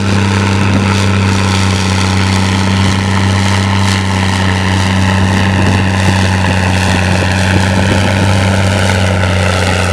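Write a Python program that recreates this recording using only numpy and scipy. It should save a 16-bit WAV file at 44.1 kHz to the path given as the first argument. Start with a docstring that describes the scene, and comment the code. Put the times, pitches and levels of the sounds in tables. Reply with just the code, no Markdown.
"""Tractor pulling a subsoiler

A six-cylinder diesel labours across a field, coming closer. Each firing booms from the open exhaust
stack, rings it and tears out a rasp of gas. The ground returns a copy whose delay grows, so a comb
sweeps slowly downwards. Wind buffets the microphone and the recorder clips the peaks."""
import sys
import numpy as np
from scipy import signal
from scipy.fft import rfft, irfft
from scipy.io import wavfile
from scipy.ndimage import map_coordinates

SR = 44100
rng = np.random.default_rng(int(sys.argv[2]) if len(sys.argv) > 2 else 0)


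def persist_wave(psi):
    """Save psi, clipped to +-1, as 16-bit WAV."""
    counts = np.round(np.clip(psi, -1, 1) * 32767).astype(np.int16)
    wavfile.write(sys.argv[1], SR, np.atleast_2d(counts).T)


N = 437472
TIME = np.arange(N) / SR
NEARER = np.linspace(-.5, .5, N)  # times a rise_db: the gain over the whole approach


def undb(db):
    """Decibels to gain."""
    return 10 ** (np.asarray(db) / 20)


def unit(x):
    """Scale to an rms of 1."""
    return x / np.sqrt(np.mean(x ** 2))


def curves(table):
    """Each column of a table, joined by straight lines in time."""
    times_s, *columns = np.transpose(table)
    return [np.interp(TIME, times_s, column) for column in columns]


def colour(x, points):
    """Filter by a spectrum of (Hz, dB) points."""
    hz, db = np.transpose(points)
    bins_hz = np.maximum(np.fft.rfftfreq(N, 1 / SR), 1)
    return irfft(rfft(x) * undb(np.interp(np.log(bins_hz), np.log(hz), db)), N)


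def below(x, hz):
    """Zero-phase low-pass."""
    return signal.sosfiltfilt(signal.butter(2, hz, fs=SR, output="sos"), x)


def band(x, hz, width_hz):
    """Resonant band-pass."""
    return signal.lfilter(*signal.iirpeak(hz, hz / width_hz, fs=SR), x)


def bump(centre_s, length_s):
    """A bell-shaped swell of height 1."""
    return np.exp(-2 * np.minimum(((TIME - centre_s) / length_s) ** 2, 20))


def walk(per_s=11):
    """A smooth random wander with an rms of 1."""
    knots = rng.standard_normal(2048)
    return unit(map_coordinates(knots, [TIME * per_s], order=3, mode="wrap"))


# Overtones of the boom. Each row: multiple of the crank speed, relative level in dB.
CRANK_ORDERS = [(4, -25), (7, -20), (8, -17), (9, -13.5), (10, -20.5), (11, -20.5), (12, -19), (13, -12),
                (14, -10.5), (16, -12.5), (17, -13), (19, -12), (20, -20), (21, -22), (24, -27),
                (25, -18.5), (26, -20.5), (27, -22.5), (28, -20.5), (29, -22), (32, -25), (43, -28),
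                (46, -29)]
# Hum at twice the firing rate. Each row: time in seconds, relative level in dB.
HUM_LEVEL = [(0, -18.5), (.4, -20), (1.4, -19.5), (1.9, -21), (2.8, -19), (3.5, -20), (4.8, -20),
             (5.25, -17.5), (5.6, -19), (7.2, -20.5), (8.4, -19), (9.1, -20.5), (9.6, -23), (9.92, -22.5)]


def boom(firings, firing_hz, cruise_hz=95, db_per_hz=0.32, rise_db=1.5, overtone_db=-18.5):
    """Each firing's pressure pulse grows with engine speed; unequal cylinders add orders between."""
    pulse_db = -17 + db_per_hz * (firing_hz - cruise_hz) + rise_db * NEARER + 0.76 * walk()
    hum_db = curves(HUM_LEVEL)[0] + 0.62 * walk()
    phase = 2 * np.pi * firings
    pulse = undb(pulse_db) * np.cos(phase) + undb(hum_db) * np.cos(2 * phase)
    crank_phase = phase / 3  # three firings a turn
    overtones = sum(undb(db + 2 * walk()) * np.cos(order * crank_phase + 1.1 * rng.standard_normal())
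                    for order, db in CRANK_ORDERS)
    return -np.sqrt(2) * (pulse + undb(overtone_db) * overtones)


# Blast strength. Each entry: one cylinder's relative level in dB, in firing order.
CYLINDER_DB = [2, -1.4, -.1, .6, 0, -1.4]


def blast(firings, lead, width, floor, scatter_db, repeat_share, jitter):
    """Gas noise swells once a firing; part recurs each cycle. Lead, width and jitter are in firings."""
    position = firings + lead + .5
    index = np.floor(position).astype(int)
    cylinders = len(CYLINDER_DB)
    strength, timing = rng.standard_normal((index[-1] + 1, 2))[index].T
    height = undb(np.array(CYLINDER_DB)[index % cylinders] + scatter_db * strength)
    from_peak = position % 1 - .5 - jitter * timing
    envelope = floor + height * np.exp(-.5 * (from_peak / width) ** 2)
    cycle_samples = int(cylinders * N / firings[-1])
    recurring = rng.standard_normal(N)[(firings / cylinders % 1 * cycle_samples).astype(int)]
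    fresh = rng.standard_normal(N)
    return envelope * (np.sqrt(repeat_share) * recurring + np.sqrt(1 - repeat_share) * fresh)


# Stack resonances. Each row: frequency in Hz, width in Hz, relative level in dB.
STACK_MODES = [(235, 130, -3.5), (471, 275, 2), (539, 64, -4), (605, 91, -1.5), (838, 42, -7),
               (905, 175, 0), (1038, 126, -1.5), (1322, 183, -0.5), (1491, 70, 0), (1740, 460, -3.5),
               (1906, 470, -5), (2606, 510, -5)]


def stack_ring(samples=4096):
    """The stack's resonances side by side, as a minimum-phase impulse response."""
    bins_hz = np.fft.rfftfreq(samples, 1 / SR)
    power = sum(undb(2 * db) / (1 + 2 * ((bins_hz - hz) / width_hz) ** 2) ** 3
                for hz, width_hz, db in STACK_MODES)
    cepstrum = irfft(.5 * np.log(power + 1e-7))
    cepstrum[1:samples // 2] *= 2
    cepstrum[samples // 2 + 1:] = 0
    return irfft(np.exp(rfft(cepstrum)))


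# Sharp cracks: hard firings and one loud knock, perhaps a stone on the tine.
# Each row: time in seconds, level in dB over the usual blast.
SHARP_CRACKS = [(.472, 12), (3.465, 9), (4.496, 7), (4.972, 7), (5.288, 7), (5.667, 8), (5.948, 9),
                (8.897, 13), (9.216, 4), (9.802, 7)]


def bark(firings, crack_s=0.0029, growl_from_s=4.6, growl_db=2.5):
    """Each blast rings the stack, a few cracks take the same colour; a growl swells at close range."""
    blasts = blast(firings, lead=.14, width=.13, floor=.77, scatter_db=3, repeat_share=.18, jitter=.068)
    cracks = sum(undb(db) * bump(s, crack_s) for s, db in SHARP_CRACKS) * rng.standard_normal(N)
    ringing = unit(signal.oaconvolve(unit(blasts) + cracks, stack_ring())[:N])
    growl_gain = undb(np.interp(TIME, [growl_from_s, TIME[-1]], [0, growl_db]))
    return ringing + (growl_gain - 1) * band(ringing, hz=540, width_hz=110)


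# Gas jet spectrum. Each row: frequency in Hz, relative level in dB.
JET_SPECTRUM = [(1150, -7), (1400, 2), (2200, -0.5), (3000, 1.5), (3600, -1.5), (4600, -2), (5200, -4.5),
                (6000, -6.5), (7800, -11), (9400, -12.5), (11000, -22.5), (13000, -34), (15500, -54)]


def rasp(firings):
    """Gas tears out of the stack's mouth in a short puff just ahead of each trough of the boom."""
    puffs = blast(firings, lead=.047, width=.115, floor=.47, scatter_db=3.3, repeat_share=.05, jitter=.06)
    return unit(colour(puffs, JET_SPECTRUM))


def jet(firings, tear_db, hiss_db, split_hz=3300, air_hz=8300, far_db=-2, near_db=7.5):
    """Large eddies tear, small ones hiss; the air takes less of the top as the tractor nears."""
    tear = signal.sosfilt(signal.butter(3, split_hz, fs=SR, output="sos"), rasp(firings))
    hiss = signal.sosfilt(signal.butter(3, split_hz, "high", fs=SR, output="sos"), rasp(firings))
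    gas = tear * undb(tear_db + 1.55 * walk()) + hiss * undb(hiss_db + 1.35 * walk())
    dull = below(gas, air_hz)
    return dull + (gas - dull) * undb(np.linspace(far_db, near_db, N))


# Exhaust treble. Each row: time in seconds, relative level in dB.
TREBLE_LEVEL = [(0.0, -30.5), (0.15, -25), (0.84, -29), (0.98, -18.5), (1.12, -29), (1.62, -22),
                (1.85, -23.5), (2.2, -23.5), (2.6, -23.5), (2.68, -28), (2.88, -23.5), (3.12, -27.5),
                (3.52, -24.5), (3.72, -28.5), (3.91, -23.5), (4.06, -31.5), (4.41, -24), (4.48, -28),
                (4.76, -26.5), (5.2, -30), (5.4, -29), (5.48, -31.5), (5.8, -31.5), (6.17, -24.5),
                (6.52, -31), (6.78, -25.5), (6.96, -28.5), (7.6, -27), (7.8, -28), (8.78, -28.5),
                (8.89, -24), (9.04, -28), (9.2, -34.5), (9.36, -28.5), (9.92, -27.5)]


def exhaust_gas(firings, dip_db, tear_rise_db=4.5, bark_rise_db=1):
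    """Jet and bark together; the hiss comes and goes, and the lower layers follow it in part."""
    treble_db, = curves(TREBLE_LEVEL)
    swell_db = treble_db - treble_db.mean()
    tear_db = -21.5 + 0.34 * swell_db + tear_rise_db * NEARER + dip_db
    rush = jet(firings, tear_db, hiss_db=treble_db + 4.5)
    bark_db = -19 + 0.15 * swell_db + bark_rise_db * NEARER + dip_db + 0.55 * walk()
    return rush + bark(firings) * undb(bark_db)


# Stack nulls. Each row: frequency in Hz, width in Hz, starting depth from 0 to 1.
STACK_NULLS = [(1184, 110, 0.58), (5070, 200, 0.68)]


def stack_notches(x, fade_from_s=8.6, final_share=0.3):
    """The stack swallows two pitches, less deeply as the tractor turns its side."""
    share = np.interp(TIME, [fade_from_s, TIME[-1]], [1, final_share])
    for hz, width_hz, depth in STACK_NULLS:
        x = x - depth * share * band(x, hz, width_hz)
    return x


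# Lag of the ground's copy. Each row: time in seconds, delay in seconds.
GROUND_DELAY = [(0, .00081), (1, .00084), (2, .00089), (3.3, .00097), (4.3, .00099), (5.4, .00107),
                (6.3, .00111), (7, .00116), (8.5, .00131), (9.92, .00147)]
# What the soil returns. Each row: time in seconds, share of the middle, share of the treble.
SOIL_RETURN = [(0, 0.38, .12), (1.5, 0.4, 0.14), (3.5, 0.51, 0), (5.5, 0.5, .06), (7, 0.48, 0),
               (8.2, 0.44, 0), (9.92, 0.47, .05)]


def ground_bounce(x, bass_share=0.62, bass_edge_hz=1100, treble_edge_hz=4400):
    """Add the bounce off the field, later as the tractor nears; the bass returns best."""
    delay_s, = curves(GROUND_DELAY)
    middle_share, treble_share = curves(SOIL_RETURN)
    late = map_coordinates(x, [(TIME - delay_s) * SR], order=3)
    bass, dull = below(late, bass_edge_hz), below(late, treble_edge_hz)
    return x + bass_share * bass + middle_share * (dull - bass) + treble_share * (late - dull)


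# Engine speed. Each row: time in seconds, firing rate in Hz.
FIRING_RATE = [(0.0, 98.6), (1.0, 97.6), (1.9, 94.4), (2.4, 95.5), (3.2, 96.6), (3.8, 97.2), (4.1, 95.1),
               (4.6, 94.3), (5.6, 95.6), (6.1, 94.9), (6.8, 92.9), (7.1, 92.3), (7.4, 93.6), (8.0, 96.2),
               (8.4, 96.8), (8.8, 95.5), (9.4, 92.4), (9.92, 90.9)]
# Brief dips in loudness: an opening fade-in, then two short engine dips.
# Each row: centre in seconds, gain in dB, length in seconds.
LOUDNESS_DIPS = [(0.005, -3.5, 0.1), (3.05, -3, 0.08), (4.05, -2, 0.09)]


def tractor(first_firing_s=0.004):
    """Boom and exhaust gas share one firing clock and bounce off the ground together."""
    firing_hz, = curves(FIRING_RATE)
    firings = np.cumsum(firing_hz) / SR - firing_hz[0] * first_firing_s
    dip_db = sum(db * bump(s, length_s) for s, db, length_s in LOUDNESS_DIPS)
    gas = stack_notches(exhaust_gas(firings, dip_db))
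    return ground_bounce(boom(firings, firing_hz) * undb(dip_db) + gas)


# Wind strength. Each row: time in seconds, relative level in dB.
WIND_LEVEL = [(0, -27), (.8, -25), (2.2, -32), (3, -18.5), (3.7, -41), (4.8, -25.5), (5.7, -17.5),
              (5.95, -25), (7.3, -25.5), (7.9, -17), (9.92, -26.5)]
# Hardest buffets. Each row: centre in seconds, relative level in dB, length in seconds.
WIND_BUFFETS = [(0.12, -14, 0.09), (0.628, -13, 0.034), (0.757, -12.5, 0.12), (5.603, -9, 0.022),
                (5.684, -11, 0.035), (5.75, -9, 0.018), (5.806, -11.5, 0.022), (6.085, 0, 0.0097),
                (6.24, -11, 0.03), (6.348, -12, 0.015), (6.492, -8.5, 0.023), (6.687, -12, 0.067),
                (6.887, -8, 0.016), (6.95, -9.5, 0.02), (7.126, -10.5, 0.053), (7.225, -7, 0.019),
                (7.566, -3, 0.011), (7.793, -16, 0.073), (7.919, -5, 0.018), (8.058, -12, 0.028)]
# Spectra of the rumble and of the thumps. 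Each row: frequency in Hz, relative level in dB.
RUMBLE_SPECTRUM = [(15, -30), (35, -31), (70, 2), (140, -0.5), (250, -3), (500, -16), (1500, -56)]
THUMP_SPECTRUM = [(20, -10), (60, -8), (130, 0), (250, 0), (400, -5.5), (750, -13.5), (2000, -32),
                  (6000, -62)]


def wind(rumble_db=-3.5, eddy_db=-4.5, buffet_db=-3.5, eddy_spread_db=3.5, ragged_db=2.5):
    """Wind rumbles on the microphone; small eddies thump at random and hard, ragged buffets strike."""
    wind_db, = curves(WIND_LEVEL)
    rumble = unit(colour(rng.standard_normal(N), RUMBLE_SPECTRUM)) * undb(wind_db + rumble_db)
    eddies = unit(undb(eddy_spread_db * walk(per_s=22))) * undb(wind_db + eddy_db)
    buffets = sum(undb(db + buffet_db) * bump(s, length_s) for s, db, length_s in WIND_BUFFETS)
    buffets *= unit(undb(ragged_db * walk(per_s=170)))
    thump_noise = unit(colour(rng.standard_normal(N), THUMP_SPECTRUM))
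    return rumble + np.hypot(eddies, buffets) * thump_noise


def scene():
    """The tractor and the wind, in mono."""
    return (tractor() + wind())[None]


def record(dry):
    """The recorder clips at full scale and cuts the top."""
    top_hz = 15750
    return signal.sosfilt(signal.ellip(8, .2, 80, top_hz, fs=SR, output="sos"), np.clip(dry, -1, 1))


dry = scene()
out = record(dry)
persist_wave(out)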